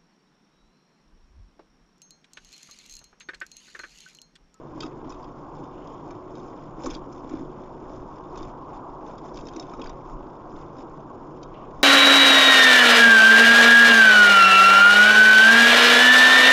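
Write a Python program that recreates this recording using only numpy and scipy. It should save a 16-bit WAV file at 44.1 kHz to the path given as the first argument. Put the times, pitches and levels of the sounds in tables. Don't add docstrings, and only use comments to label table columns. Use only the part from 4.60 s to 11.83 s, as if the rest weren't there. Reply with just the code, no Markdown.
import sys
import numpy as np
from scipy import signal
from scipy.io import wavfile
from scipy.ndimage import uniform_filter1d

SR = 44100
rng = np.random.default_rng(int(sys.argv[2]) if len(sys.argv) > 2 else 0)


def generate_wav(sig):
    pcm = np.round(np.clip(np.atleast_2d(sig).T, -1, 1) * 32767).astype(np.int16)
    wavfile.write(sys.argv[1], SR, pcm)


N = 318843

# (frequency [Hz], relative level [dB], time to die by 60 dB [s])
FITTING_MODES = [(1480, 2, 0.026), (2300, -1, 0.016), (2560, -5.5, .02), (2985, -4.5, 0.0051),
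                 (3260, -4.5, 0.029), (3560, -4.5, 0.023), (4180, -6, .015), (4780, 1, 0.012),
                 (5220, 3, 0.022), (5490, -2, 0.018), (5730, 0.5, 0.015), (6220, 1, 0.028),
                 (6780, -5.5, .015), (6945, 3, 0.021)]
# (low parts level [dB], high parts level [dB])
SMOOTH_ROAD_DB = (-68, -76)


def gain_of(db):
    return 10 ** (np.asarray(db) / 20)


def evened(x):
    return x / np.sqrt(np.mean(x ** 2) + 1e-20)


def read(points, hz):
    f, value = np.transpose(points)
    return np.interp(np.log(hz + 1), np.log(f + 1), value)


def curve(rows, t, axis=1):
    rows = np.array(rows)
    return np.interp(t, rows[:, 0], rows[:, axis])


def add(mix, s, sound):
    part = mix[round(s * SR):][:len(sound)]
    part += sound[:len(part)]


def noise(points, size, patchy_db, extra_db=lambda hz, t: 0):
    hop = size // 4
    frames = N // hop + 5
    hz = np.fft.rfftfreq(size, 1 / SR)[:, None]
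    a, b, patches = rng.standard_normal((frames, len(hz), 3)).T
    patches = uniform_filter1d(patches, size=8, axis=0)
    patches = evened(uniform_filter1d(patches, size=8, axis=1))
    frame_s = np.arange(frames) * hop / SR
    db = read(points, hz) + patchy_db * patches + extra_db(hz, frame_s)
    spectra = (a + 1j * b) * gain_of(db)
    return evened(signal.istft(spectra, nperseg=size, noverlap=size - hop)[1][:N])


def ring(modes, db, phases, size):
    hz, mode_db, t60 = np.transpose(modes)[:, :, None]
    t = np.arange(size) / SR
    level_db = mode_db + db[:, None] - 60 * t / t60
    return (gain_of(level_db) * np.sin(2 * np.pi * (hz * t + phases[:, None]))).sum(0)


def favour(hz, struck_hz, spread, boost_db):
    return boost_db * (np.exp(-(np.log(hz / struck_hz) / spread) ** 2) - 1)


def humps(t, centre, half_s, db, base_db):
    power = gain_of(2 * db[:, None]) * np.exp(-((t - centre[:, None]) / half_s[:, None]) ** 2)
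    return 10 * np.log10(gain_of(2 * base_db) + power.sum(0))


def shaking(t):
    # (centre [s], half length [s], low parts level [dB], high parts level [dB])
    patches = [(.23, .05, -60.5, -66.5), (0.529, .1, -64.5, -72.5), (0.999, 0.079, -66.5, -73.5),
               (1.293, 0.1, -67, -75), (1.497, 0.042, -65, -73), (1.798, 0.081, -68, -68.5),
               (2.005, 0.071, -69, -75), (2.277, 0.063, -56, -61), (2.545, .05, -70, -70),
               (2.74, 0.08, -61.5, -68.5), (3.043, .06, -69, -77), (3.322, .07, -67.5, -69.5),
               (3.549, 0.053, -67, -72), (3.812, .08, -63, -68), (4.151, 0.042, -64, -71),
               (4.497, 0.037, -62.5, -67.5), (4.663, 0.029, -64, -67), (4.792, 0.064, -67.5, -64.5),
               (4.989, .07, -63, -68.5), (5.118, 0.051, -65.5, -68.5), (5.265, .06, -60, -70),
               (5.504, 0.03, -68, -68.5), (5.977, .06, -64.5, -70), (6.196, 0.03, -62.5, -67),
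               (7.208, 0.074, -69, -73)]
    s, half_s, *levels = np.transpose(patches)
    coarse = t[::64]
    return [np.interp(t, coarse, humps(coarse, s, half_s, db, base))
            for db, base in zip(levels, SMOOTH_ROAD_DB)]


def rumble(t):
    # (frequency [Hz], relative level [dB])
    spectrum = [(12, -8.5), (22, 1.5), (30, -0.5), (40, -5), (70, -20.5), (200, -73)]
    # (time of the peak [s], level [dB])
    swells = [(.2, -47.5), (.57, -44), (1.4, -55.5), (2.33, -39.5), (2.79, -45.5), (3.38, -40),
              (3.8, -42.5), (4.79, -41.5), (5.27, -38), (5.55, -38), (5.95, -43.5), (7.2, -41)]
    steady_db, swell_half_s = -51.5, 0.065
    s, db = np.transpose(swells)
    coarse = t[::64]
    level_db = np.interp(t, coarse, humps(coarse, s, swell_half_s + 0 * s, db, steady_db))
    return gain_of(level_db) * noise(spectrum, size=4096, patchy_db=-1.1)


def scuffs():
    # (start [s], length [s], from [Hz], to [Hz], resonance width [Hz],
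    # level before fading [dB], fading [dB per s])
    rubs = [(1.157, 0.27, 2860, 3360, 400, -69.5, 3), (6.933, 0.18, 2670, 2860, 1300, -56.5, 114)]
    out = np.zeros(N)
    t = np.arange(0, .3, 1 / SR)
    for s, length, from_hz, to_hz, width, db, fade_db in rubs:
        unevenness = evened(uniform_filter1d(rng.standard_normal(len(t)), size=200))
        slips = rng.standard_normal(len(t)) * gain_of(2.5 * unevenness)
        r = np.exp(-np.pi * width / SR)
        scattered = slips * np.exp(2j * np.pi * rng.random(len(t)))
        smooth = signal.lfilter([1], np.poly([r, r]), scattered)
        glide_hz = np.interp(t, [0, length], [from_hz, to_hz])
        turn = np.exp(2j * np.pi * np.cumsum(glide_hz) / SR)
        ramps = np.clip(np.minimum(t / 0.01, (length - t) / 0.024), 0, 1)
        add(out, s, ramps * gain_of(db - fade_db * t) * evened((smooth * turn).real))
    return out


def motor(t):
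    # (frequency [Hz], width [Hz], level [dB])
    hums = [(368.5, 2.7, -52), (147, 7.2, -53.5)]
    out = np.zeros(N)
    for hz, width, db in hums:
        r = np.exp(-np.pi * width / SR)
        drive = rng.standard_normal(N) + 1j * rng.standard_normal(N)
        wander = signal.lfilter([1], [1, -r], drive)
        swing = 0.49 + wander / np.std(wander)
        out += gain_of(db) * evened((swing * np.exp(2j * np.pi * hz * t)).real)
    return out


def road(t):
    # (time [s], tyre roar on smooth road [dB], lift of the traffic band [dB])
    ride = [(0.0, -39.5, -4), (0.3, -41.5, 2.5), (0.91, -42, 4), (1.53, -40, 0.5), (2.2, -41, 2),
            (2.78, -40, 0.5), (4.39, -41, 7), (4.63, -39.5, 1.5), (5.17, -41.5, 5.5), (6.1, -40, 2),
            (6.89, -41, 3), (7.23, -41, 3)]
    # (frequency [Hz], relative level [dB])
    spectrum = [(35, -30), (60, -13), (103, -13), (141, -3.5), (157, 2), (178, -13), (312, 0), (339, -4),
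                (368, 3.5), (394, -11.5), (416, -6.5), (794, -11.5), (1070, -9.5), (1170, -15.5),
                (1600, -28.5), (2080, -62), (3520, -120)]
    roar_per_shake = 0.16

    def traffic_lift(hz, s):
        return curve(ride, s, axis=2) * np.exp(-(np.log((hz + 1) / 1020) / 0.41) ** 2)

    rough_db = roar_per_shake * (shaking(t)[0] - SMOOTH_ROAD_DB[0])
    roar = noise(spectrum, size=1024, patchy_db=1.23, extra_db=traffic_lift)
    return gain_of(curve(ride, t) + rough_db) * roar


def jitter(t):
    # (frequency [Hz], relative level [dB])
    sizzle = [(1000, -34), (1500, -1.5), (2000, -0.5), (2600, -4), (3400, -4), (4000, -11), (4800, -3),
              (5300, 3.5), (6200, -3.5), (7100, 4.5), (8200, -44.5)]
    ticks_per_s = 60.
    flicker = evened(uniform_filter1d(rng.standard_normal(N), size=300))
    contacts = gain_of(2.0 * flicker) * noise(sizzle, size=256, patchy_db=2.5)
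    hz = np.array(FITTING_MODES)[:, 0]
    ticks = np.zeros(N)
    for k in range(8):
        share_db = 6.5 * rng.standard_normal(len(hz)) + favour(hz, 5300, 0.04, 5.7)
        spot = ring(FITTING_MODES, share_db, rng.random(len(hz)), size=1500)
        strength = gain_of(5.9 * np.minimum(rng.exponential(1, N), 3.5))
        train = strength * (rng.random(N) < ticks_per_s / SR)
        ticks += signal.oaconvolve(train, evened(spot))[:N]
    low_db, high_db = shaking(t)
    contacts += gain_of(-6. + .6 * (high_db - SMOOTH_ROAD_DB[1])) * evened(ticks)
    lowpass = signal.butter(4, 4150, fs=SR, output="sos")
    low = signal.sosfiltfilt(lowpass, contacts)
    return gain_of(low_db) * evened(low) + gain_of(high_db) * evened(contacts - low)


def bumps():
    # (start [s], peak level [dB], mode struck hardest [Hz])
    blows = [(0.155, -29, 325), (0.177, -32.5, 1000), (.231, -28, 1250), (.241, -26.5, 315),
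             (.429, -32.5, 345), (0.46, -32.5, 270), (1.02, -32.5, 294), (1.735, -33.5, 330),
             (2.18, -29, 306), (2.244, -25, 520), (2.256, -29, 520), (2.263, -23.5, 1090),
             (2.271, -22, 350), (2.359, -33.5, 314), (2.711, -35.5, 1090), (2.715, -29, 314),
             (2.738, -21.5, 320), (2.795, -32, 310), (2.81, -32, 282), (3.811, -31, 320),
             (4.969, -28.5, 317), (5.136, -31.5, 1250), (5.191, -30, 490), (5.198, -32, 900),
             (5.233, -33, 500), (7.023, -38, 345)]
    # (frequency [Hz], relative level [dB], time to die by 60 dB [s])
    deck = [(270, 9, 0.14), (315, 8, 0.1), (345, -3, 0.13), (449, -10, 0.15), (520, -3, 0.037),
            (900, -7.5, 0.038), (1090, -3.5, 0.053), (1250, -6, 0.059)]
    out, hz = np.zeros(N), np.array(deck)[:, 0]
    t = np.arange(5000) / SR
    for s, db, struck_hz in blows:
        rung = ring(deck, favour(hz, struck_hz, .2, 24), 0 * hz, size=len(t))
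        rung *= 1 - np.exp(-t * struck_hz / 0.81)
        add(out, s, gain_of(db) * rung / abs(rung).max())
    return out


def clacks():
    # (time near the peak [s], ring level at its loudest [dB],
    # part struck hardest [Hz], low parts' boost [dB], thin rod's ring against the clack [dB])
    blows = [(0.2068, -34, 4800, -1, -11), (0.2246, -42, 4870, 5, -44), (0.2338, -39.5, 3680, 5, -4),
             (0.2512, -52.5, 2560, -3, -42), (0.264, -48, 3770, 2, -41), (0.496, -50, 5450, -7, -40),
             (0.5046, -46, 5280, 4, -40), (0.523, -50, 3750, 5, -5), (0.63, -55.5, 4800, 7, -40),
             (0.644, -55.5, 4820, 0, -24), (1.274, -52.5, 3530, -7, -28), (1.5084, -50, 3040, 8, -14),
             (1.7544, -55, 2580, -2, -4), (2.236, -47, 5360, -9, -40), (2.2451, -45, 5280, -10, -18),
             (2.2606, -38, 2110, 4.5, -41), (2.267, -40.5, 6930, -4, -29), (2.3025, -42.5, 5320, 1, -39),
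             (2.308, -41, 3490, -3, -27), (2.3251, -55, 5300, 0, -40), (2.3357, -46, 2110, 7, -40),
             (2.343, -45.5, 3620, 7, -40), (2.3507, -38, 4930, -6.5, -12), (2.367, -51.5, 3680, 0, -31),
             (2.5274, -53.5, 5280, -2, -42), (2.6947, -52.5, 2000, 5, -18), (3.759, -52, 3700, 8, -5),
             (3.7753, -48.5, 5300, -7, -45), (3.7814, -50, 6870, -4, -38), (3.789, -52, 3700, -3, -40),
             (3.83, -48, 3360, -7, -22), (4.582, -52.5, 3470, -4, -11), (4.744, -50.5, 5490, -5, -21),
             (4.759, -51, 3660, -5, -15), (4.7736, -43.5, 3490, 2, -16), (4.79, -49, 2610, 7, -41),
             (4.81, -56, 3730, -1, -6), (4.8554, -55, 5280, -5, -2), (4.8707, -44, 5190, 5, -8),
             (4.887, -45.5, 3730, 2, -38), (4.936, -53, 3680, 7, -3), (4.9645, -40, 4180, 3, -14),
             (4.998, -35.5, 5230, -7, -8), (5.027, -49, 3700, 8, -21), (5.137, -50, 2280, 3, -9),
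             (5.1961, -51.5, 2390, 9, -3), (5.2178, -40.5, 3490, 2, -29), (5.2423, -45.5, 4890, 0, -12),
             (5.2606, -43, 3490, 15, -19), (5.2723, -44.5, 4780, -1, -12), (5.2964, -46, 3510, 4, -8),
             (6.1846, -56.5, 5280, -10, -3), (6.8317, -47, 3400, -1, -8)]
    bracket_hz = (2560, 3280, 3520, 4790)
    # (frequency [Hz], time to die by 60 dB [s])
    thin_rod = (3745, .09)
    contact_s, top_db = .0018, -3.5
    out, hz = np.zeros(N), np.array(FITTING_MODES)[:, 0]
    t = np.arange(5000) / SR
    short = t[:2000]
    crack_band = signal.butter(3, [1700, 6600], "band", fs=SR, output="sos")
    bracket = np.min(abs(np.log(hz[:, None] / bracket_hz)), axis=1) < .05
    rod_hz, rod_t60 = thin_rod
    rod = np.sin(2 * np.pi * rod_hz * t) * gain_of(-60 * t / rod_t60) * (1 - np.exp(-t / 0.00075))
    for s, db, struck_hz, low_db, rod_db in blows:
        phase, share, detune = rng.random((3, len(hz)))
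        grit = rng.standard_normal(len(short))

        unstruck_top = (hz > 5750) & (struck_hz < 5750)
        colour = np.where(hz < 3100, low_db, np.where(unstruck_top, top_db, 0))
        colour = colour + 5 * (share - .5)
        colour += favour(hz, struck_hz, .05, 4.)
        colour += 9 * (bracket == bracket[np.argmin(abs(hz - struck_hz))])

        rise = contact_s * gain_of(4.2 * (rng.random() - .5))
        u = short / rise
        rebound_at = (rng.random(len(short)) < 1500. / SR) & (u > 1)
        rebounds = gain_of(2.0 - 60 * short / 0.077) * rebound_at
        contact = grit * ((u * np.exp(1 - u)) ** 1.2 + rebounds)

        modes = np.array(FITTING_MODES)
        modes[:, 0] *= 1 + 0.039 * (detune - .5)
        rung = signal.fftconvolve(contact, ring(modes, colour, phase, size=1500))
        rung /= np.sqrt(uniform_filter1d(rung ** 2, size=90).max())
        rung[:len(short)] += gain_of(-7.0) * signal.sosfilt(crack_band, contact)
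        add(out, s - rise - .0008, gain_of(db) * rung)
        add(out, s - rise, gain_of(db + rod_db) * rod)
    return out


def scene():
    t = np.arange(N) / SR
    return (rumble(t) + scuffs() + motor(t) + road(t) + jitter(t) + bumps() + clacks())[None]


def record(dry):
    treble_end_hz, hiss_end_hz, hiss_db = 7950, 15700, -99
    soft = signal.sosfilt(signal.butter(12, 7350, fs=SR, output="sos"), dry)
    treble_end = signal.firwin(511, treble_end_hz, window=("kaiser", 9), fs=SR)[None]
    narrow = signal.oaconvolve(soft, treble_end, "same")
    hissing = narrow + gain_of(hiss_db) * rng.standard_normal(dry.shape)
    hiss_end = signal.firwin(511, hiss_end_hz, window=("kaiser", 9), fs=SR)[None]
    return signal.oaconvolve(hissing, hiss_end, "same")


dry = scene()
out = record(dry)
generate_wav(out)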